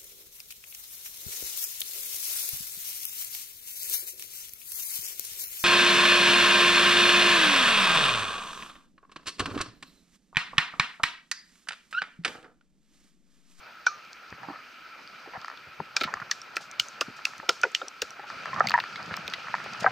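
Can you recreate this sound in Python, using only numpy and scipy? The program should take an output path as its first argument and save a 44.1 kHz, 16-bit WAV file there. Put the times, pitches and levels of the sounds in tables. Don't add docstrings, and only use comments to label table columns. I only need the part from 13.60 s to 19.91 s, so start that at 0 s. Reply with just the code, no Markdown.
import sys
import numpy as np
from scipy import signal
from scipy.io import wavfile

SR = 44100
rng = np.random.default_rng(int(sys.argv[2]) if len(sys.argv) > 2 else 0)


def wrap_up_sound(samples):
    columns = np.atleast_2d(samples).T
    tamed = np.clip(columns, -1, 1)
    steps = np.round(tamed * 32767).astype(np.int16)
    wavfile.write(sys.argv[1], SR, steps)


def elevation(decibels):
    levels = np.asarray(decibels, float)
    return 10 ** (levels / 20)


N = 278271
OPPOSITE = np.array([[1], [-1]])


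def rms_one(x):
    return x / np.sqrt(np.mean(x ** 2) + 1e-20)


def over_time(points):
    times, levels = np.transpose(points)
    return np.interp(np.arange(N) / SR, times, levels)


def at_hz(points, hz):
    point_hz, values = np.transpose(points)
    return np.interp(np.log(hz), np.log(point_hz), values)


def band(x, low_hz, high_hz, count=1):
    sos = signal.butter(2, [low_hz, min(high_hz, .45 * SR)], "band", fs=SR, output="sos")
    return signal.sosfilt(np.tile(sos, (count, 1)), x)


def steep(x, low_hz, high_hz):
    return band(x, low_hz, high_hz, count=2)


def drift(rate_hz):
    r = np.exp(-80 * np.pi * rate_hz / SR)
    white = rng.standard_normal(N // 40 + 2002)
    slow = signal.lfilter([1], [1, -2 * r, r * r], white)[2000:]
    return np.interp(np.arange(N) / 40, np.arange(len(slow)), rms_one(slow))


def ring(x, hz, t60):
    r = elevation(-60 / (t60 * SR))
    w = 2 * np.pi * hz / SR
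    return signal.lfilter([0, np.sin(w)], [1, -2 * r * np.cos(w), r * r], x)


def contact_noise(count, length, wide):
    n = rng.standard_normal((count, 2, length))
    return n[:, :1] + wide * n[:, 1:] * OPPOSITE


def burst(noise, t60, rise_s, snap=0.0, click=0.0):
    t = np.arange(noise.shape[-1]) / SR
    rise_s = np.clip(rise_s, .0002, .015)
    fall = elevation(-60 * np.maximum(t - rise_s, 0) / np.clip(t60, .004, .9))
    lean = 1 + noise[:, :1] - noise[:, :1].mean()
    contact = click * lean * (np.arange(len(t)) == int(rise_s * SR))
    return noise * (1 - np.exp(-(t / rise_s) ** 2)) * (fall + snap * fall ** 5) + contact


def add(out, s, sound, peak_db):
    i = int(s * SR)
    sound = sound[:, :N - i] * elevation(peak_db) / np.max(np.abs(sound.mean(axis=0)))
    out[:, i:i + sound.shape[1]] += sound


def housing(x):
    # (frequency [Hz], width [Hz], lift [dB])
    cavity_modes = [(1320, 119, 12.5), (1640, 320, 4), (2400, 306, 7), (4600, 1200, 2)]
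    out = x
    for hz, width_hz, db in cavity_modes:
        r = np.exp(-np.pi * width_hz / SR)
        numerator = (1 - r * r) / 2 * np.array([1, 0, -1])
        denominator = [1, -2 * r * np.cos(2 * np.pi * hz / SR), r * r]
        out = out + (elevation(db) - 1) * signal.lfilter(numerator, denominator, out)
    return out


def slaps():
    # (time [s], pocket peak [dB], t60 [s], airy top [dB re peak], bright crack [dB re peak])
    slap_events = [(0.2638, -24.5, 0.058, -52, -0.5), (2.365, -19, 0.019, -14.5, 3.5),
                   (2.7118, -25.5, 0.014, -11, 7.5), (2.966, -19, 0.013, -19, -8),
                   (3.1965, -11, 0.017, -18, -5), (3.4087, -17, 0.026, -16, -4.5),
                   (3.6521, -12.5, 0.0067, -17, -4), (3.891, -12.5, 0.02, -16.5, -1.5),
                   (4.0327, -14.5, 0.031, -50, -12.5), (4.148, -10, 0.013, -24.5, -6.5),
                   (4.4177, -21, 0.016, -13.5, 0)]
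    pocket_hz = [2450, 2450, 2750, 2510, 2810, 2700, 2600, 2860, 2470, 2910, 2630]
    # (delay [s], level [dB])
    reflections = [
        (.006, -20),
        (.013, -22),
        (0.019, -29.5),
    ]
    trees_t60 = 0.67
    out, tails = np.zeros((2, N)), np.zeros((2, N))
    noise = contact_noise(len(slap_events), 4000, wide=0.12)
    scatter = contact_noise(len(slap_events), 16000, wide=0.27)
    for (s, db, t60, top_db, bright_db), hz, n, far in zip(slap_events, pocket_hz, noise, scatter):
        crack = burst(n, 1.9 * t60, 0.0012, snap=3.0, click=11.0)
        pocket = steep(crack, 0.896 * hz, 1.09 * hz)
        add(out, s, pocket + 0.41 * band(crack, 1950, 3110), db)
        add(out, s, steep(crack, 3050, 6210), db + bright_db + 7.5)
        air = burst(n, 1.17 * t60, 0.0017, click=3.7)
        add(out, s, steep(air, 12200, 19000) + 1.93 * band(air, 7360, 9300), db + top_db + 4.5)
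        brush = burst(n[:, ::-1], .02, .004)
        add(out, s - .004, steep(brush, 1800, 7000), db + bright_db - 12)
        tail = burst(far, trees_t60, 0.0024, snap=1.7)
        tail = steep(tail, 3000, 7000) + 0.36 * steep(tail, 840, 1520)
        add(tails, s, tail, db + max(bright_db, -6) - 19)
        high_tail = burst(far, 0.54 * trees_t60, .003)
        add(tails, s, steep(high_tail, 5800, 14500), db + top_db - 23.5)
    direct = out.copy()
    for delay_s, db in reflections:
        lag = int(delay_s * SR)
        out[:, lag:] += elevation(db) * band(direct[::-1, :-lag], 800, 7000)
    return out + housing(tails)


def body_contacts(events, rise_s, rough, snap, ringing):
    out = np.zeros((2, N))
    noise = contact_noise(len(events), 4000, wide=0.12)
    for (s, db, hz, t60, dull_db, bright_db), n in zip(events, noise):
        contact = burst(n, rough * t60, rise_s, snap, click=7.6 * snap)
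        mode = ring(contact, hz, np.clip(ringing * t60, .004, .2))
        lean = elevation(-2.0 * np.log2(hz / 1150) * OPPOSITE)
        add(out, s, lean * steep(mode, 0.58 * hz, 1.49 * hz), db)
        shake = burst(n[::-1], 1.18 * t60, rise_s, snap)
        add(out, s, steep(shake, 374, 1256) * elevation(0.6 * OPPOSITE), db + dull_db - 5.0)
        add(out, s, steep(shake, 1490, 2060), db + bright_db + 1.0)
    return out


def blows_and_knocks():
    # (time [s], peak [dB], main ring [Hz], dull part [dB re peak], bright part [dB re peak])
    blows = [(0.265, -17, 1477, -7, -25), (2.365, -20, 1330, -5, -6), (2.712, -20, 1730, -19, -8),
             (2.967, -23.5, 1350, -3.5, 0.5), (3.412, -19.5, 1226, 1, -9), (3.894, -14, 1357, 3, -17),
             (4.0344, -8.5, 1466, -4, -10.5), (4.215, -25.5, 1360, 0, -20), (4.42, -30, 1260, 8, 3),
             (5.0046, -6.5, 1275, -1.5, -11.5), (6.242, -22, 722, -20, -2), (6.263, -9, 1580, -4, -29)]
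    # (time [s], peak [dB], main ring [Hz], dull part [dB re peak])
    soft_knocks = [
        (0.725, -36.5, 1760, 4),
        (4.593, -34, 816, -4),
        (5.509, -31.5, 1440, 4),
        (5.682, -34, 1320, 7),
        (6.06, -32, 1400, 8.5),
        (6.222, -30, 640, -16),
    ]
    events = [(s, db, hz, .05, dull_db, bright_db) for s, db, hz, dull_db, bright_db in blows]
    events += [(s, db, hz, 56 / hz, dull_db, -5) for s, db, hz, dull_db in soft_knocks]
    return body_contacts(events, rise_s=0.00061, rough=0.99, snap=2.4, ringing=0.5)


def rubs():
    # (time [s], peak [dB], main ring [Hz], dull part [dB re peak])
    scrapes = [(0.779, -43, 1340, 2), (0.953, -36.5, 1280, -12), (0.985, -39, 1280, -6),
               (1.75, -39, 1630, -18), (2.41, -24.5, 1330, 1), (2.435, -21.5, 1320, -6),
               (2.52, -36, 1470, -2), (3.004, -43.5, 840, 3), (3.825, -45, 597, 12.5),
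               (4.272, -53, 1330, 18.5), (4.63, -38, 849.3, 0), (4.93, -26.5, 1050, -27)]
    events = [(s, db, hz, 60 / hz, dull_db, -9) for s, db, hz, dull_db in scrapes]
    return body_contacts(events, rise_s=0.0014, rough=1.0, snap=0, ringing=0.69)


def thumps():
    # (time [s], peak [dB], centre [Hz])
    bumps = [(0.714, -39, 149), (0.81, -54, 172), (0.875, -33, 230), (1.665, -39, 380), (1.764, -44.5, 167),
             (2.06, -52, 241), (2.188, -31, 218), (2.402, -28, 416), (2.439, -33.5, 151),
             (2.606, -41.5, 134), (2.955, -38, 390), (3.188, -45.5, 125), (3.278, -52, 340),
             (3.402, -30.5, 440), (3.473, -33.5, 177), (3.473, -45, 323.8), (1.4, -52, 260),
             (2.52, -38.5, 304), (3.783, -44, 170), (3.88, -22, 460), (4.036, -25, 450),
             (4.217, -37.5, 450), (4.414, -35, 390), (4.582, -41, 474), (5.199, -54, 150),
             (4.968, -35, 161), (5.137, -45, 160), (5.468, -39.5, 171), (5.502, -35, 133),
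             (5.578, -41, 177), (5.675, -42, 148), (6.058, -45, 147), (6.209, -34.5, 154)]
    # (time [s], peak [dB], centre [Hz])
    pushes = [(0.714, -51, 94.2), (0.881, -67, 88), (1.758, -51, 86.1), (2.061, -53, 91.54),
              (2.191, -70, 94.2), (2.405, -58, 59.2), (2.549, -50, 70.0), (3.191, -55, 94.2),
              (3.465, -57, 94.2), (3.779, -64, 94.2), (4.412, -56, 70.04), (4.753, -51, 94.2),
              (4.919, -47, 94.2), (5.5, -49, 94.2), (5.637, -50.5, 94.2), (5.764, -53, 94.2),
              (5.902, -55, 88.8), (6.186, -57, 94.2)]
    events = bumps + pushes
    out = np.zeros((2, N))
    for (s, db, hz), n in zip(events, contact_noise(len(events), 8000, wide=0.1)):
        push = burst(n, 1.17 * 0.066, 0.0019)
        add(out, s + 0.00718, band(push, 0.67 * hz, 1.65 * hz), db)
    return out


def shell(clicks, hz, upper_db, sides):
    # (frequency [Hz], t60 [s], level [dB])
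    shared_modes = [(743, 0.0026, -32), (1330, 0.02, -10.5), (1760, 0.0099, -0.5)]
    soft = signal.sosfilt(signal.butter(2, 2300, fs=SR, output="sos"), clicks)
    modes = [(hz, 0.015, -upper_db)] + shared_modes
    out = 0
    for (mode_hz, t60, db), side in zip(modes, sides - sides.mean()):
        out = out + elevation(db + 3.1 * side * OPPOSITE) * ring(soft, mode_hz, np.clip(t60, .002, .1))
    return steep(out, 660, 2530)


def taps():
    # (time [s], peak [dB], main ring [Hz], main ring below upper modes [dB])
    thin_taps = [(0.831, -28, 900, 12), (0.884, -30.5, 830, -18), (1.768, -30, 1330, -12),
                 (1.845, -23.5, 1280, 3), (1.859, -42, 1380, -1.5), (1.881, -23, 1310, 5),
                 (1.899, -26, 1320, 3), (1.913, -30, 1230, 10), (1.924, -35, 1280, -3),
                 (1.937, -42, 1350, -1.5), (2.201, -21.5, 920, -11), (2.538, -13.5, 1340, 14),
                 (2.599, -23.5, 1450, 11), (2.662, -42, 1390, -9), (2.697, -32.5, 1330, -4),
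                 (3.59, -29.5, 1360, 4), (3.668, -27.5, 1320, -5), (3.734, -30, 1270, 10),
                 (3.799, -25, 1310, 11), (4.701, -23.5, 1320, 5), (4.856, -19.5, 1330, 8),
                 (4.93, -22.5, 1050, 7), (4.961, -20, 1230, -6), (5.106, -16, 1310, 3),
                 (5.117, -17, 1550, 3), (5.139, -4, 1010, 6), (5.177, -12, 954, 3), (5.187, -12, 1000, 1.5),
                 (5.238, -24.5, 1330, 5), (5.573, -31, 1270, 9), (5.883, -29, 1300, 5),
                 (5.94, -11.5, 984, 1.5), (5.95, -17.5, 1320, 4), (5.981, -27, 1320, 7),
                 (5.986, -29, 1390, 2), (6.001, -23, 1430, 4), (6.015, -31, 1350, 10),
                 (6.147, -28.5, 1330, 1), (6.243, -9.5, 670, -10), (6.262, -4, 1290, 0),
                 (6.265, -10, 1260, -8),
                 (5.238, -28, 1290, 10),
        (5.357, -28, 1380, 6),
        (5.51, -35, 1320, 6),
        (5.539, -20, 1320, 15),
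        (5.573, -27, 1280, -6),
        (5.678, -33, 1320, 2),
        (5.723, -26, 1500, -1.5),
        (5.737, -30, 1300, 16),
        (5.87, -25.5, 1330, 3),
        (5.882, -27, 1250, 14),
    ]
    events = thin_taps
    impulse = np.eye(1, 1500)[0]
    out = np.zeros((2, N))
    for (s, db, hz, upper_db), sides in zip(events, rng.standard_normal((len(events), 4))):
        add(out, s + 0.00081, shell(impulse, hz, upper_db, sides), db)
    return out


def creaks():
    # (time [s], length [s], peak [dB], slip rate [1/s], main ring [Hz])
    creak_events = [(0.83, 0.021, -33.5, 430, 840), (0.898, 0.02, -31.5, 300, 850),
                    (0.922, .016, -34.5, 350, 1220), (1.656, 0.037, -38.5, 360, 830),
                    (1.735, 0.043, -29, 520, 800), (1.812, 0.023, -34.5, 380, 1310),
                    (2.476, 0.02, -25.5, 317, 1090), (2.567, 0.019, -28, 290, 1220),
                    (2.615, 0.013, -26.5, 530, 1420), (4.975, 0.027, -23, 286, 1180),
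                    (5.009, 0.012, -26, 440, 810), (5.039, 0.0091, -26, 410, 836),
                    (5.053, 0.0064, -25.5, 380, 700), (5.147, 0.013, -12, 920, 1015),
                    (6.265, 0.018, -12.5, 410, 740)]
    out = np.zeros((2, N))
    draws = rng.standard_normal((len(creak_events), 2, 60))
    for (s, length, db, per_s, hz), (gaps, sizes) in zip(creak_events, draws):
        t = np.cumsum(np.exp(70 / per_s * gaps) / per_s) - 1 / per_s
        within = t < length
        slips = np.zeros(4000)
        slips[(t[within] * SR).astype(int)] = elevation(3.0 * sizes - 8.2 * t / length)[within]
        add(out, s, shell(slips, hz, -6.5, sizes[-4:]), db)
    return out


def rings():
    # (time [s], peak [dB], frequency [Hz], t60 [s])
    hollow_parts = [(0.2667, -12, 1520, .045), (0.2802, -25, 1300, 0.074), (4.0405, -25, 520, .09),
                    (4.0505, -32, 2000, .03), (4.1592, -27, 2880, .035), (2.7135, -20, 1900, .02),
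                    (4.0602, -31, 440, 0.053), (4.0485, -28, 950, .04), (0.9005, -35, 300, .04),
                    (0.8845, -32, 1100, .015), (0.9065, -33, 1000, .02), (6.2425, -22, 570, .04),
                    (3.8305, -38, 900, .04), (4.4195, -26, 480, .04), (4.217, -38.5, 530, 0.12),
                    (5.006, -21.5, 780, 0.033), (5.018, -28, 780, .04), (5.041, -27, 790, .04),
                    (5.141, -13.5, 960, .045), (5.152, -18, 1760, 0.03), (5.161, -26, 1600, 0.017),
                    (5.141, -10.5, 1790, 0.034), (5.201, -21, 1800, 0.018), (3.892, -16, 1280, 0.034),
                    (2.366, -20.5, 2380, 0.032), (3.418, -27, 1400, 0.054), (3.198, -27, 1380, .03),
                    (3.655, -30, 1346, .025), (3.653, -18, 2310, 0.017), (0.2705, -31.5, 1200, .3),
                    (3.8905, -15, 2390, 0.023), (4.214, -35, 3700, .012), (4.216, -34, 3100, .015),
                    (6.263, -16.5, 1020, 0.059)]
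    out = np.zeros((2, N))
    for (s, db, hz, t60), n in zip(hollow_parts, contact_noise(len(hollow_parts), 6000, wide=0.12)):
        mode = ring(burst(n, 0.008, 0.001, click=6.1), hz, np.clip(t60, .005, .2))
        add(out, s, band(mode, 0.72 * hz, 1.43 * hz), db)
    return out


def latch():
    # (frequency [Hz], t60 [s], peak [dB])
    metal_modes = [(1210, 0.33, -34), (1330, 0.053, -23), (1464, 0.021, -13.5), (2350, 0.048, -21.5),
                   (4290, 0.1, -35), (5640, 0.069, -33), (5940, 0.049, -27.5)]
    struck_s = .2655
    out = np.zeros((2, N))
    n = contact_noise(1, 16000, wide=0.24)[0]
    strike = burst(n, 0.015, 0.0014, click=1.7)
    for hz, t60, db in metal_modes:
        add(out, struck_s, band(ring(strike, hz, t60), 0.86 * hz, 1.04 * hz), db)
    sizzle = burst(n, 0.44, 0.0091)
    add(out, struck_s, steep(sizzle, 3950, 4700) + steep(sizzle, 5100, 6600), -37)
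    return out


def cracks(events, rise_s, width):
    out = np.zeros((2, N))
    noise = contact_noise(len(events), 3000, wide=0.23)
    for (s, db, hz, t60, top_db), n in zip(events, noise):
        crack = burst(n, 5.0 * t60, rise_s, snap=2.6, click=4.6)
        broad = steep(crack, hz / width, max(5000, hz * 1.476))
        add(out, s, broad + 1.5 * steep(crack, 0.884 * hz, 1.14 * hz), db)
        air = burst(n, 1.0 * t60, rise_s, click=2.3)
        add(out, s, steep(air, 11000, 22000) + 0.89 * band(air, 8300, 9800), db + top_db + 4.5)
    return out


def gear():
    # (time [s], peak [dB])
    buckle_ticks = [(0.4492, -44), (0.5302, -33.5), (0.7027, -38.5), (0.8305, -45), (1.475, -34),
                    (1.8147, -37), (1.8254, -47), (1.8457, -36.5), (1.858, -40), (1.881, -38),
                    (1.8996, -42), (2.539, -27.5), (2.602, -37.5), (4.7, -35), (4.9427, -33), (4.997, -31),
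                    (5.095, -16), (5.139, -29), (5.4276, -32.5), (5.951, -32), (6.1341, -29.5),
                    (6.1767, -40), (6.232, -29.5)]
    # (time [s], peak [dB], centre [Hz], airy top [dB re peak])
    rod_clicks = [(2.816, -31, 5500, -33), (3.113, -29.5, 5640, -22), (3.284, -29, 6200, -24),
                  (3.7797, -36, 6300, -19), (4.0144, -28, 5900, -20), (4.117, -43, 6300, -19),
                  (4.282, -23.5, 5700, -48), (4.505, -32, 5760, -27), (5.0704, -13, 4630, -30),
                  (5.1055, -26, 4140, -12), (5.5666, -27, 5230, -13), (6.0406, -39, 4970, -8),
                  (6.206, -30, 5100, -15), (5.331, -43, 4200, -25), (5.46, -35, 4900, -25),
                  (5.533, -39, 3800, -25), (5.667, -39, 4000, -27), (5.699, -31, 4600, -25),
                  (5.238, -35, 4550, -23), (2.446, -33, 3640, -25), (2.421, -27, 4800, -25),
                  (4.856, -35, 4830, -25)]
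    # (time [s], peak [dB], centre [Hz], t60 [s], airy top [dB re peak])
    scuffs = [(2.4035, -29, 2190, 0.0081, -28), (2.409, -19.5, 2600, 0.011, -23),
              (2.412, -17.5, 2400, 0.021, -32), (2.4345, -18.5, 2500, 0.0064, -20),
              (2.439, -19, 2350, 0.02, -25), (1.973, -37, 2630, 0.006, -30),
              (5.071, -16.5, 2300, 0.006, -44), (5.0855, -17, 2700, 0.005, -17),
              (5.1158, -19, 2820, 0.0052, -54), (5.2, -18.5, 2790, 0.0068, -25),
              (5.3572, -27, 2300, 0.017, -47), (5.5398, -24, 2340, 0.0035, -35),
              (5.678, -21, 2620, 0.0031, -18), (5.736, -17, 2110, 0.0083, -26)]
    small = [(s, db, 4570, 0.0024, -29) for s, db in buckle_ticks]
    small += [(s, db, hz, 0.0039, top_db) for s, db, hz, top_db in rod_clicks]
    return cracks(small, rise_s=0.000674, width=1.7) + cracks(scuffs, rise_s=0.00077, width=1.34)


def swishes():
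    # (time [s], peak [dB], t60 [s])
    sleeves = [
        (2.953, -31.5, 0.038),
        (3.004, -39.5, 0.21),
        (3.558, -42, 0.19),
        (6.195, -33, 0.14),
    ]
    out = np.zeros((2, N))
    for (s, db, t60), n in zip(sleeves, contact_noise(len(sleeves), 6000, wide=0.17)):
        cloth = steep(burst(n, t60, 0.0065), 2500, 7100)
        add(out, s, cloth + 0.053 * band(burst(n, t60, .005), 8000, 15000), db)
    return out


def creeping(low_hz, high_hz, per_s, spread_db, wide):
    sizes = elevation(spread_db * np.minimum(rng.exponential(1, (2, N)), 4)) * rng.choice([-1, 1], (2, N))
    grains = sizes * (rng.random((2, N)) < per_s * elevation(5 * drift(20)) / SR)
    mid, side = steep(grains + 1e-18, low_hz, high_hz)
    return rms_one(mid + wide * side * OPPOSITE)


def handling():
    # (time [s], rustle level [dB])
    effort = [(0.0, -56), (0.68, -57), (0.9, -48), (1.05, -60), (1.75, -54), (2.3, -55), (2.47, -45),
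              (2.75, -54), (3.7, -53), (4.32, -58.5), (4.62, -52.5), (4.8, -47), (5.06, -37.5), (5.25, -49),
              (5.55, -43), (5.78, -48.5), (6.18, -43.5), (6.31, -38)]
    effort_db = over_time(effort)
    rumble_db = -62 + 1.5 * (effort_db + 49.5)
    rustle = elevation(effort_db) * creeping(465, 2070, per_s=1500, spread_db=2.2, wide=0.43)
    rumble = elevation(rumble_db) * creeping(104, 237, per_s=500, spread_db=2.5, wide=0.064)
    return rustle + rumble


def river():
    # (time [s], level [dB])
    flow = [
        (0, -55),
        (1.5, -53),
        (2.3, -53.5),
        (4.666, -53),
        (4.672, -48),
        (5.05, -46.5),
        (5.8, -47),
        (6.31, -46.5),
    ]
    # (frequency [Hz], density [dB per Hz])
    spectrum = [(250, -11.5), (420, -11), (640, -15.5), (1030, -19.5), (1400, -7.5), (1950, -14),
                (2500, -6.5), (3400, -15.5), (4700, -13.5), (6400, -25), (8500, -45), (12000, -65)]
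    # (frequency [Hz], likeness [0 to 1])
    likeness = [(60, 0.95), (130, 0.43), (290, 0.95), (640, 0.087), (1410, 0.96), (3100, 0.67),
                (6820, 0.89), (15000, 0.61)]
    flow_db = over_time(flow)
    tilt_db = 0.12 * (flow_db - flow_db.mean())
    out, together = 0, drift(2.0)
    edges = 198 * 2 ** np.arange(0, 6.1, 1 / 3)
    white = rng.standard_normal((2, 2, N))
    for k, (low, high) in enumerate(zip(edges, edges[1:])):
        mid, side = band(white[k % 2], low, high)
        hz = np.sqrt(low * high)
        alike = np.clip(at_hz(likeness, hz), 0, 1)
        flicker_db = 1.32 * (.3 * together + drift(13.0))
        gain = elevation(at_hz(spectrum, hz) + tilt_db * max(np.log2(hz / 2400), 0) + flicker_db)
        out = out + gain * (np.sqrt(1 + alike) * mid + np.sqrt(1 - alike) * side * OPPOSITE)
    out = housing(out)
    reference = band(out.mean(axis=0), 2200, 7000)
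    return elevation(flow_db) * out / np.sqrt(np.mean(reference ** 2))


def capsule_hiss():
    # (low edge [Hz], high edge [Hz], level [dB])
    noise_bands = [(38, 69, -80.5), (6600, 11900, -83.5), (12760, 18100, -73)]
    white = contact_noise(1, N, wide=0.13)[0]
    hiss = sum(elevation(db) * rms_one(steep(white, low_hz, high_hz)) for low_hz, high_hz, db in noise_bands)
    return signal.sosfilt(signal.cheby2(10, 40, 15900, fs=SR, output="sos"), hiss)


def scene():
    hands = slaps() + blows_and_knocks() + rubs() + thumps()
    plastic_and_metal = taps() + creaks() + rings() + latch()
    return hands + plastic_and_metal + gear() + swishes() + handling() + river()


def low_pass(x):
    return signal.sosfilt(signal.butter(12, 16810, fs=SR, output="sos"), x)


def record(dry):
    level_db = 20 * np.log10(np.abs(dry).max(axis=0) + 1e-9)
    fall = 250 * np.arange(N) / SR
    held_db = np.maximum.accumulate(level_db + fall) - fall
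    duck_db = signal.lfilter([.01], [1, -.99], -.4 * np.maximum(held_db + 12.0, 0))
    mix = (dry + capsule_hiss()) * elevation(duck_db)
    mix = signal.sosfilt(signal.cheby2(12, 70, 17000, fs=SR, output="sos"), mix)
    return low_pass(mix)


dry = scene()
out = record(dry)
wrap_up_sound(out)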